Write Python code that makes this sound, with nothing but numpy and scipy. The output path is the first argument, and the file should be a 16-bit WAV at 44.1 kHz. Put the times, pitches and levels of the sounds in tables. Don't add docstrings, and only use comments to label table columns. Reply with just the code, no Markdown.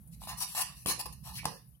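import sys
import numpy as np
from scipy import signal
from scipy.fft import rfft, irfft
from scipy.io import wavfile
from scipy.ndimage import uniform_filter1d

SR = 44100
rng = np.random.default_rng(int(sys.argv[2]) if len(sys.argv) > 2 else 0)


def bounce(signal):
    frames = np.transpose(np.atleast_2d(signal))
    limited = np.clip(frames, -1, 1)
    pcm = np.round(limited * 32767).astype(np.int16)
    wavfile.write(sys.argv[1], SR, pcm)


def voltage_ratio(decibels):
    exponent = np.asarray(decibels, float) / 20
    return 10 ** exponent


N = 79380
TIME_S = np.arange(N) / SR
HZ = np.fft.rfftfreq(2 * N, 1 / SR)


def read(points, hz):
    f, value = np.transpose(points)
    return np.interp(np.log(hz + 1), np.log(f + 1), value)


def evened(x):
    return x / np.sqrt(np.mean(x ** 2) + 1e-20)


def colour(x, gain):
    return irfft(rfft(x, 2 * N) * gain)[..., :N]


def causal(points):
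    log_gain = read(points, HZ) * np.log(10) / 20
    mirrored = np.r_[log_gain, log_gain[-2:0:-1]]
    return np.exp(np.conj(signal.hilbert(mirrored))[:N + 1])


def ring(hz, width_hz):
    return 1j * HZ * width_hz / (hz ** 2 - HZ ** 2 + 1j * HZ * width_hz)


def unit(gain):
    return gain / np.sqrt(np.mean(abs(gain) ** 2))


def modes(table):
    return unit(sum(voltage_ratio(db) * ring(hz, 1.78 * width_hz) ** 2 for hz, width_hz, db in table))


def pair(x, side, lead_s=0):
    half = voltage_ratio(read(side, HZ) / 2) * np.exp(1j * np.pi * HZ * lead_s)
    return colour(x, np.array([half, 1 / half]))


def patches(shape, bins, frames):
    over_hz = uniform_filter1d(rng.standard_normal(shape), size=bins, axis=0)
    return evened(uniform_filter1d(over_hz, size=frames, axis=1))


# start_s, length_s, peak_place (0-1), hiss_db, cup_db
STROKES = [(0.0724, 0.014, 0.05, -81, -87), (0.107, 0.049, 0.8, -57, -105), (0.186, 0.094, 0.7, -52, -60.5),
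           (0.259, 0.12, 0.27, -49.5, -49), (0.279, 0.031, 0.58, -42.5, -46),
           (0.364, 0.045, 0.53, -43.5, -55), (0.392, 0.08, 0.32, -35.5, -44.5),
           (0.47, 0.14, 0.13, -47, -60), (0.547, 0.057, 0.08, -39.5, -47), (0.559, 0.052, 0.59, -34, -37.5),
           (0.588, 0.043, 0.81, -31.5, -41), (0.655, 0.14, 0, -58.5, -56.5),
           (0.739, 0.16, 0.31, -56.5, -70.5), (0.858, 0.051, 0.29, -34.5, -44.5),
           (0.87, 0.078, 0.44, -31.5, -39.5), (0.987, 0.022, 0.47, -38.5, -43.5),
           (0.993, 0.029, 0.63, -38, -46), (1.055, 0.02, 0.2, -41, -44.5), (1.121, 0.026, 0.46, -51, -62.5),
           (1.22, 0.13, 0.48, -51.5, -56), (1.312, 0.091, 0.8, -46.5, -59.5),
           (1.439, 0.021, 0.2, -60.5, -53.5), (1.457, 0.17, 0.36, -57, -62.5),
           (1.69, 0.11, 0.6, -81.5, -86.5)]
# start_s, length_s, peak_place (0-1), level_db
DRAGS = [
    (0.026, 0.26, 0.15, -79.5),
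    (0.845, 0.13, 0.43, -51.5),
    (0.975, 0.039, 0.1, -64),
    (1.056, 0.027, 0, -53),
    (1.454, 0.12, 0.17, -57.5),
]


def rubbing():
    press = np.array([pressure(start, length, peak) ** 2 for start, length, peak, _, _ in STROKES])
    hiss_power, cup_power = voltage_ratio(2 * np.array(STROKES)[:, 3:].T) @ press
    drag_power = sum(voltage_ratio(2 * db) * pressure(start, length, peak) ** 2 for start, length, peak, db in DRAGS)
    fingers = skin(np.sqrt(hiss_power) * wide_slips())
    body = cup(np.sqrt(cup_power) * slips())
    rim = cover(np.sqrt(drag_power) * slips())
    return fingers + body + rim


def pressure(start, length, peak):
    rise_power, fall_power, flat_top = 2.12, 3.2, 1.8
    u = np.clip((TIME_S - start) / length, 0, 1)
    p = np.clip(peak, .03, .97)
    rise = np.where(u < p, np.sin(np.pi / 2 * u / p) ** 2, 1) ** (rise_power / 2)
    fall = np.where(u > p, np.cos(np.pi / 2 * (u - p) / (1 - p)) ** 2, 1) ** (fall_power / 2)
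    return np.tanh(flat_top * rise * fall) / np.tanh(flat_top)


def slips():
    slips_per_s, spread_db = 11000, 1.2
    shudder_s, shudder_db = .003, 1.5
    size = voltage_ratio(spread_db * np.minimum(rng.exponential(1, N), 4)) * rng.standard_normal(N)
    wander = signal.lfilter([1], [1, -np.exp(-1 / (shudder_s * SR))], rng.standard_normal(N))
    happens = np.clip((slips_per_s / SR - rng.random(N)) * 30 + .5, 0, 1)
    return evened(size * happens * voltage_ratio(shudder_db * evened(wander)))


def wide_slips():
    spread = 0.91
    shared = np.sqrt(1 - spread) * slips()
    return shared + np.sqrt(spread) * np.array([slips(), slips()])


# pitch_hz, level_db
SKIN = [(880, -35.5), (1500, -34.5), (1780, -6.5), (2320, -10), (2660, -7), (5770, -2), (6890, -1.5),
        (10500, 10.5), (16000, -4)]
# pitch_hz, width_hz, level_db
BARREL = [(2790, 450, 8), (4220, 590, 8.5), (5565, 320, 6), (8520, 730, -23), (10000, 110, -5),
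          (12960, 590, -6)]


def skin(x):
    barrel = sum(voltage_ratio(db) * ring(hz, width_hz) for hz, width_hz, db in BARREL)
    return colour(x, unit(causal(SKIN) * (1 + barrel)))


# pitch_hz, width_hz, level_db
CUP = [(657, 33, -13.5), (787, 100, 7.5), (863.4, 47, 6.5), (1013, 92, 12), (1132, 67, 6.5),
       (1803, 142, 5.5), (2300, 470, -13), (2695, 420, 3), (3386, 520, 0), (4200, 53, -10.5),
       (4910, 320, 5.5), (5450, 170, -10), (6700, 480, -15.5), (6900, 770, -6.5)]


def cup(x):
    return colour(x, modes(CUP))


# pitch_hz, width_hz, level_db
COVER = [(259, 304, 4), (398, 59, -3), (489.5, 56, 7)]


def cover(x):
    return colour(x, modes(COVER))


def shaded(x):
    z = signal.stft(x, SR, nperseg=256)[2]
    shade_db = 3.5 * patches(z.shape[1:], bins=2, frames=20)
    return signal.istft(z * voltage_ratio(shade_db), SR, nperseg=256)[1][:, :N]


# start_s, click_db, cup_db, thump_db
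TAPS = [(0.218, -47, -49.5, -58), (0.2363, -43, -52, -59.5), (.549, -65, -42.5, -57),
        (0.8591, -36, -34.5, -34), (0.8608, -22, -36, -53.5), (1.0581, -33, -45, -51.5),
        (1.066, -36.5, -82, -50.5), (1.1275, -41, -62.5, -66), (1.432, -61.5, -51, -55.5),
        (1.4539, -27, -45.5, -53.5), (1.4547, -18.5, -29, -35.5), (0.2724, -50, -42, -52),
        (0.0715, -68, -80, -84), (0.3833, -47, -61, -84), (.9925, -41.5, -58, -72),
        (1.2515, -70, -68.5, -75), (1.265, -61.5, -70.5, -77), (1.274, -60.5, -64, -68.5),
        (1.282, -47.5, -63, -74), (1.315, -53.5, -62.5, -73), (1.384, -37, -66.5, -74),
        (1.444, -45, -46.5, -76)]
# pitch_hz, level_db, t60_s
TABLE = [
    (123.9, -16, 1),
    (160.6, -13.5, 0.41),
    (192.7, -9.5, 0.34),
    (300, -26, 0.091),
]


def taps():
    click_rise_s, click_s, knock_s, thump_rise_s = .0004, 0.0012, 0.00052, 0.0021
    knock_rough, slap_db, puff_db = .5, -5.5, 4
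    crack_noise, knock_noise = rng.standard_normal((2, N))
    click, knock, slap, thump = np.zeros((4, N))
    for start, click_db, cup_db, thump_db in TAPS:
        u = np.maximum(TIME_S - start, 0)
        click += voltage_ratio(click_db) * np.minimum(u / click_rise_s, 1) * np.exp(-u / click_s) * crack_noise
        push = u / knock_s * np.exp(1 - u / knock_s) * (1 + knock_rough * knock_noise)
        knock += voltage_ratio(cup_db) * push
        slap += voltage_ratio(thump_db + slap_db) * push
        for hz, db, t60 in TABLE:
            decay = voltage_ratio(thump_db + db - 0.5 - 60 * u / t60)
            thump += decay * np.sin(2 * np.pi * hz * u) * np.minimum(u / thump_rise_s, 1)
    crack = colour(skin(click), 1 / (1 + 1j * HZ / 19700) ** 2)
    puff = voltage_ratio(puff_db) * colour(knock, unit(ring(899, 306) ** 2))
    return crack + cup(knock) + puff + cover(slap), thump


# start_s, length_s, peak_place (0-1), pitch_hz, level_db
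SCRAPES = [(.232, 0.011, 0.43, 2820, -52.5), (0.554, 0.074, 0.6, 1450, -58),
           (0.596, .05, 0.66, 2900, -45.5), (.865, 0.083, .4, 3100, -51.5), (0.88, 0.11, 0.58, 1700, -60),
           (1.347, 0.064, 0.44, 4440, -46.5), (1.345, 0.024, 0.65, 3080, -50),
           (1.375, 0.032, 0.25, 2080, -49.5), (1.379, 0.052, 0, 2460, -47.5), (1.453, 0.009, 0, 1700, -37),
           (1.452, 0.007, 0.34, 3070, -43.5), (1.667, 0.061, 0.2, 11640, -66),
           (0.0724, 0.023, .05, 10900, -59), (0.8584, 0.0083, 0.13, 3060, -38.5),
           (1.241, .11, 0.47, 916, -55.5), (0.8635, 0.089, .05, 336, -46),
           (1.4534, 0.012, 0.4, 4800, -32.5), (1.459, 0.096, .05, 4940, -61), (1.446, 0.19, 0, 503, -54)]


def scrapes():
    relative_width = 0.28
    grain = slips()
    out = np.zeros(N)
    for start, length, peak, hz, db in SCRAPES:
        band = unit(ring(hz, relative_width * hz) ** 2)
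        out += voltage_ratio(db) * colour(pressure(start, length, peak) * grain, band)
    return out


# start_s, length_s, from_hz, to_hz, level_db
SQUEAKS = [(1.744, .016, 3090, 3100, -72)]
SQUEAK_WIDTHS = [50]


def squeaks():
    out = np.zeros(N)
    for (start, length, from_hz, to_hz, db), width_hz in zip(SQUEAKS, SQUEAK_WIDTHS):
        pitch_hz = np.interp(TIME_S, [start, start + length], [from_hz, to_hz])
        phase = 2 * np.pi * np.cumsum(pitch_hz) / SR
        a, b = evened(colour(rng.standard_normal((2, N)), 1 / (1 + (HZ / width_hz) ** 2)))
        tone = (a + 2) * np.cos(phase) + b * np.sin(phase)
        out += voltage_ratio(db) * pressure(start, length, 0.7) * tone
    return out


# start_s, length_s (negative runs back in time), peak_place
# (clipped to 0-1), level_db
LEAN = (4, -4, -1, -67)


def lean():
    start, length, peak, db = LEAN
    hum = evened(colour(rng.standard_normal(N), ring(122, 28) ** 2))
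    return voltage_ratio(db) * pressure(start, length, peak) * hum


# pitch_hz, t60_s
ROOM = [(200, 0.39), (600, 0.21), (2000, 0.32), (5000, 0.33), (10000, 0.26), (16000, 0.082)]
# pitch_hz, level_db
ROOM_SIDE = [(200, -3), (1000, -9.5), (4000, -6), (10000, -6), (16000, 13)]


def room(x):
    level_db, start_s, rise_s = -6.5, 0.0026, 0.0015
    echoes = np.zeros((2, SR))
    at = np.arange(0, SR - 20, 20) + rng.integers(0, 20, (2, SR // 20 - 1))
    np.put_along_axis(echoes, at, rng.choice([-1., 1.], at.shape), 1)
    echoes *= np.clip((np.arange(SR) / SR - start_s) / rise_s, 0, 1)
    hz, t, z = signal.stft(echoes, SR, nperseg=256)
    decay = voltage_ratio(-60 * t / read(ROOM, hz)[:, None])
    tail = signal.istft(z * decay, SR, nperseg=256)[1]
    wet = signal.fftconvolve(x[None], tail / np.linalg.norm(tail[0]), axes=1)[:, :N]
    return voltage_ratio(level_db) * pair(wet, ROOM_SIDE)


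def low_balance(x):
    left_minus_right_db = -6.5
    return x * voltage_ratio(np.array([[.5], [-.5]]) * left_minus_right_db)


# pitch_hz, level_db
RUMBLE = [(12, -49), (20, -37.5), (41, -6), (65, 10.5), (91, -9), (124, 6.5), (198, 0.5), (222, -11.5),
          (420, -38.5), (550, -56), (920, -120)]
# time_s, level_db
RUMBLE_LEVEL = [(0.0, -50.5), (0.134, -52.5), (0.304, -48.5), (0.486, -60), (0.832, -54), (0.862, -58),
                (0.972, -56), (1.082, -48), (1.18, -53), (1.438, -48.5), (1.448, -54.5), (1.8, -61.5)]


def rumble():
    same = 0.92
    a, b = rng.standard_normal((2, N))
    ports = np.array([a, same * a + np.sqrt(1 - same ** 2) * b])
    x = colour(ports, voltage_ratio(read(RUMBLE + [(700, -46.5)], HZ)))
    time_s, level_db = np.transpose(RUMBLE_LEVEL)
    return low_balance(evened(x) * voltage_ratio(np.interp(TIME_S, time_s, level_db)))


# pitch_hz, level_db
HISS = [(250, -9), (700, -6), (1500, -16), (4500, -19.5), (8700, -21), (9500, -7), (11500, -6),
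        (16000, -22)]
# pitch_hz, level_db
HISS_SIDE = [(60, 7), (180, -30.5), (550, -3), (1650, -7), (4970, 6), (15000, 28.5)]
# time_s, level_db
HISS_SETTLES = [(0, 0), (0.098, -1), (1.5, 0), (1.66, -3.5), (1.8, -3)]


def hiss():
    x = colour(rng.standard_normal((2, N)), voltage_ratio(read([(100, -59.5)] + HISS, HZ)))
    settle_db = np.interp(TIME_S, *np.transpose(HISS_SETTLES))
    return voltage_ratio(-64 - 7.5) * pair(evened(x), HISS_SIDE) * voltage_ratio(settle_db)


# pitch_hz, level_db
NEAR_SIDE = [(60, 0), (150, -4), (380, -6), (950, -4), (2380, 1.5), (5980, 3.5), (15000, 8)]


def scene():
    knocks, thump = taps()
    hands = shaded(rubbing()) + knocks + scrapes()
    near = pair(hands + squeaks(), NEAR_SIDE, lead_s=0.00012)
    table = low_balance(thump + lean())
    return near + room(hands[0]) + table + rumble() + hiss()


# pitch_hz, threshold_db
GATE_EAGER = [(1300, 0), (2200, 1.5), (3500, 2.5), (5000, .5), (7000, 3), (8500, 2), (10000, -.5),
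              (13000, 0), (16000, 2)]


def gate(x):
    threshold_db, depth_db, scatter_db = -5.0, -36, 3.0
    hz, t, z = signal.stft(x, SR, nperseg=1024)
    treble = hz[:, None] > 1300
    power = (abs(z) ** 2).mean(0) * treble
    near = uniform_filter1d(power, size=5, axis=0)
    far = uniform_filter1d(power, size=100, axis=0)
    under_db = uniform_filter1d(10 * np.log10(abs(near / far) + 1e-12), size=3, axis=1)
    scattered_db = np.maximum(under_db, threshold_db + 2)
    scattered_db = scattered_db + scatter_db * patches(power.shape, bins=5, frames=7)
    below = scattered_db < threshold_db + read(GATE_EAGER, hz)[:, None] - 1
    total = power.sum(0)
    below = below * (total < 2 * np.roll(total, 4))
    return signal.istft(z * voltage_ratio(depth_db * below * treble), SR, nperseg=1024)[1][:, :N]


def top_cut(x):
    return signal.sosfilt(signal.butter(12, 16810, fs=SR, output="sos"), x)


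def record(dry):
    edge_hz = 15950
    fade_db = np.interp(TIME_S, [1.75, N / SR], [0, -6])
    limits = [(22, -10), (45, 0), (edge_hz, 0), (edge_hz + 300, -45)]
    band = colour(dry, voltage_ratio(read(limits, HZ)))
    mix = gate(band * voltage_ratio(fade_db))
    return top_cut(mix)


dry = scene()
out = record(dry)
bounce(out)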